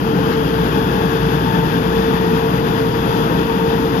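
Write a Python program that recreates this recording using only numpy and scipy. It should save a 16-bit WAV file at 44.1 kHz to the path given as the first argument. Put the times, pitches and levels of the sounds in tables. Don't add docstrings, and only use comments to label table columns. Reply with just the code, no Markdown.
import sys
import numpy as np
from scipy import signal
from scipy.fft import rfft, irfft
from scipy.io import wavfile

SR = 44100
rng = np.random.default_rng(int(sys.argv[2]) if len(sys.argv) > 2 else 0)


def persist_wave(psi):
    counts = np.round(np.clip(psi, -1, 1) * 32767).astype(np.int16)
    wavfile.write(sys.argv[1], SR, np.atleast_2d(counts).T)


N = 176400
PORT_LAG_S = 0.00039


def undb(db):
    return 10 ** (np.asarray(db) / 20)


def over_hz(hz, table, column=1):
    rows = np.array(table, float)
    return np.interp(np.log(np.maximum(hz, 1)), np.log(rows[:, 0]), rows[:, column])


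def over_time(t, table):
    times, *columns = np.array(table, float).T
    return [np.interp(t, times, column) for column in columns]


def bell(x, centre, width):
    return np.exp2(-(2 * (x - centre) / width) ** 2)


def walk(t, per_s):
    smooth = signal.resample(rng.standard_normal(512), 512 * 8)
    return np.interp(t * per_s, np.arange(len(smooth)) / 8, smooth)


def white():
    return rng.standard_normal(N) * np.sqrt(SR / 2)


def noise_pair(spectrum, right_db):
    colour = undb(over_hz(np.fft.rfftfreq(N, 1 / SR), spectrum))
    return np.array([irfft(rfft(white()) * colour, N) * undb(db) for db in (0, right_db)])


def tone(t, hz, db, right_db, waver_db, waver_per_s):
    cycles = np.cumsum(hz) / SR + rng.random()
    left, right = (np.sin(2 * np.pi * (cycles - hz * lag)) for lag in (0, PORT_LAG_S))
    peak = np.sqrt(2) * undb(db + waver_db * walk(t, waver_per_s))
    return peak * np.array([left, right * undb(right_db)])


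# frequency in Hz, level in dB per Hz.
AIR = [(20, -71.5), (45, -57), (65, -48.5), (95, -52.5), (130, -44), (230, -44), (400, -47.5), (490, -46),
       (550, -57), (780, -54), (1040, -52.5), (1400, -53.5), (1800, -57.5), (2150, -65.5), (2600, -63.5),
       (3100, -63), (3950, -70), (5500, -75), (6400, -76), (7250, -81), (7900, -106), (8600, -120),
       (9250, -102), (10050, -80.5), (10900, -75.5), (12200, -74), (14400, -78.5)]
# centre in Hz, width in Hz, boost in dB.
CABINET = [(289, 46, 4), (613, 53, 2), (706, 53, 3.5), (839, 76, 6.5), (1110, 43, 2), (2570, 220, 2.5),
           (4910, 640, 5.5)]
# time in seconds, centre in Hz, boost in dB.
BOOM = [(0, 165, 5.5), (.8, 164, 5.5), (1.6, 170, 7.5), (2.4, 165.2, 6.5), (3.2, 165.5, 5), (4, 175, 5.5)]
# time in seconds, centre in Hz, boost in dB.
WHISTLE = [(0, 937, 3.5), (1.5, 911, 5.5), (2.4, 950, 8.5), (3.1, 942, 9.5), (3.6, 924.3, 12), (4, 932, 8)]
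# time in seconds, then centre in Hz and boost in dB for the lower and for the upper.
SLIDING = [(0, 1580, 0, 3200, 5), (.4, 1620, 2.5, 3350, 6), (.8, 1630, 3.5, 3430, 8),
           (1.9, 1700, 4, 3470, 7), (2.4, 2000, 2, 3430, 5.5), (4, 1810, 1, 3460, 6.5)]
# time in seconds, boost in dB.
TREBLE = [(0, -1.5), (.35, -0.2), (.8, 0.35), (1.25, 1.1), (1.8, .5), (2.4, 0.5), (3.2, 0.3), (4, 0.1)]
# frequency in Hz, drop in dB, likeness from 0 to 1.
PORTS = [(60, 0.5, 0.96), (177, 2.5, 1), (302, 1, 0.98), (470, 2.5, 0.84), (540, 0.5, 0.7), (606, 6.5, 0.7),
         (740, 10.5, 0.85), (860, 7.5, .7), (930, 10.5, 0.53), (1230, 5.5, 0.79), (1720, 14, 0.4),
         (2190, 8.5, 0.2), (2700, 11, .7), (3460, 17.5, 0.6), (4200, 14.5, 0.7), (5000, 22, .33),
         (6000, 26, .2), (7000, 43, 0.2), (9100, 1.5, .05), (10200, 12, .05), (11000, 12, 0),
         (14400, 6, 0.1)]
def air(t):
    hz, frame_s, near = signal.stft(white(), SR, nperseg=4096)
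    diffuse = signal.stft(white(), SR, nperseg=4096)[2]
    hz = hz[:, None]
    db = over_hz(hz, AIR) + sum(boost * bell(hz, centre, width) for centre, width, boost in CABINET)
    lower_hz, lower_db, upper_hz, upper_db = over_time(frame_s, SLIDING)
    db = db + lower_db * bell(hz, lower_hz, width=230) + upper_db * bell(hz, upper_hz, width=410)
    for table, width_hz in ((BOOM, 57), (WHISTLE, 51)):
        centre, boost = over_time(frame_s, table)
        db += boost * bell(hz, centre, width_hz)
    db += over_time(frame_s, TREBLE)[0] * hz ** 2 / (hz ** 2 + 1000 ** 2)
    for octave in range(9, 14):
        db += 0.5 * walk(frame_s, per_s=14) * bell(np.log2(hz + 1), octave, width=1)
    likeness = np.clip(over_hz(hz, PORTS, column=2), 0, 1)
    delayed = near * np.exp(-2j * np.pi * hz * PORT_LAG_S)
    right = likeness * delayed + np.sqrt(1 - likeness ** 2) * diffuse
    spectra = undb(db) * np.array([near, right * undb(-over_hz(hz, PORTS))])
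    flutter = undb(0.57 * walk(t, per_s=22))
    return signal.istft(spectra, SR)[1][:, :N] * flutter


# time in seconds, pitch in Hz, level in dB, level of its octave in dB.
BLADE = [(0, 448.2, -22, -40), (.3, 447.4, -22.5, -34), (.45, 449.2, -23, -40), (.8, 450.3, -24.5, -28.5),
         (1.25, 450.4, -23, -43), (1.55, 450.2, -25.5, -23.5), (1.85, 451, -23, -34),
         (2.1, 451.3, -20, -27.5), (2.6, 450.3, -24, -34), (2.85, 451.3, -22, -30),
         (3.3, 452.8, -22.5, -35), (3.6, 453.6, -20, -30), (4, 454, -21, -34)]
# time in seconds, scatter as a share of its pitch.
OCTAVE_FRAY = [(0, 0.0029), (1.7, 0.0019), (2.6, 0.0179), (4, 0.023)]
def blades(t):
    hz, note_db, octave_db = over_time(t, BLADE)
    hz = hz * (1 + 0.0016 * walk(t, per_s=9))
    fade = 1 + 0.24 * walk(t, per_s=24)
    note = tone(t, hz, note_db, right_db=-1.5, waver_db=0.5, waver_per_s=9)
    fray = over_time(t, OCTAVE_FRAY)[0] * walk(t, per_s=50)
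    octave = tone(t, 2 * hz * (1 + fray), octave_db, right_db=-22, waver_db=2.5, waver_per_s=21)
    return fade * note + octave


# time in seconds, level of the fundamental in dB, level of its octave in dB.
HUM_LEVEL = [(0, -39, -36), (.3, -35, -37), (.65, -29.5, -34), (1.15, -29.5, -39), (1.4, -32.5, -26.5),
             (2, -30.5, -33.5), (2.5, -38.5, -32.5), (3.2, -38, -32.5), (4, -38, -33)]
def motor(t):
    shaft_hz = 58.93 * (1 + 0.0041 * walk(t, per_s=1.96))
    first_db, second_db = over_time(t, HUM_LEVEL)
    first = tone(t, shaft_hz, first_db, right_db=-0.68, waver_db=1.8, waver_per_s=2.7)
    second = tone(t, 2 * shaft_hz, second_db, right_db=-1, waver_db=1.3, waver_per_s=2.7)
    third = tone(t, 3 * shaft_hz, db=-32, right_db=-3, waver_db=2, waver_per_s=5.13)
    return first + second + third


# frequency in Hz, level on the left in dB per Hz.
DRAUGHT = [(20, -73), (45, -56), (80, -57.5), (130, -56.5), (250, -54.5), (600, -100), (2000, -140)]
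def draught():
    return noise_pair(DRAUGHT, right_db=-7)


# frequency in Hz, level in dB per Hz.
BRUSH = [(500, -81), (1300, -49), (2300, -65), (3200, -66), (4200, -66.5), (5500, -73), (7000, -85),
         (8500, -105)]
def brush(t):
    return noise_pair(BRUSH, right_db=-10) * bell(t, centre=0.333, width=0.041)


# pitch in Hz, level in dB, drop on the right in dB.
WHINE = [(12285, -62, 4), (14330, -65, 1)]
def whine(t):
    return sum(tone(t, np.full(N, hz), db, right_db=-drop, waver_db=0.5, waver_per_s=2)
               for hz, db, drop in WHINE)


def scene():
    t = np.arange(N) / SR
    return air(t) + blades(t) + motor(t) + draught() + brush(t) + whine(t)


def record(dry):
    return signal.sosfilt(signal.ellip(12, .1, 90, 14500, fs=SR, output="sos"), dry)


dry = scene()
out = record(dry)
persist_wave(out)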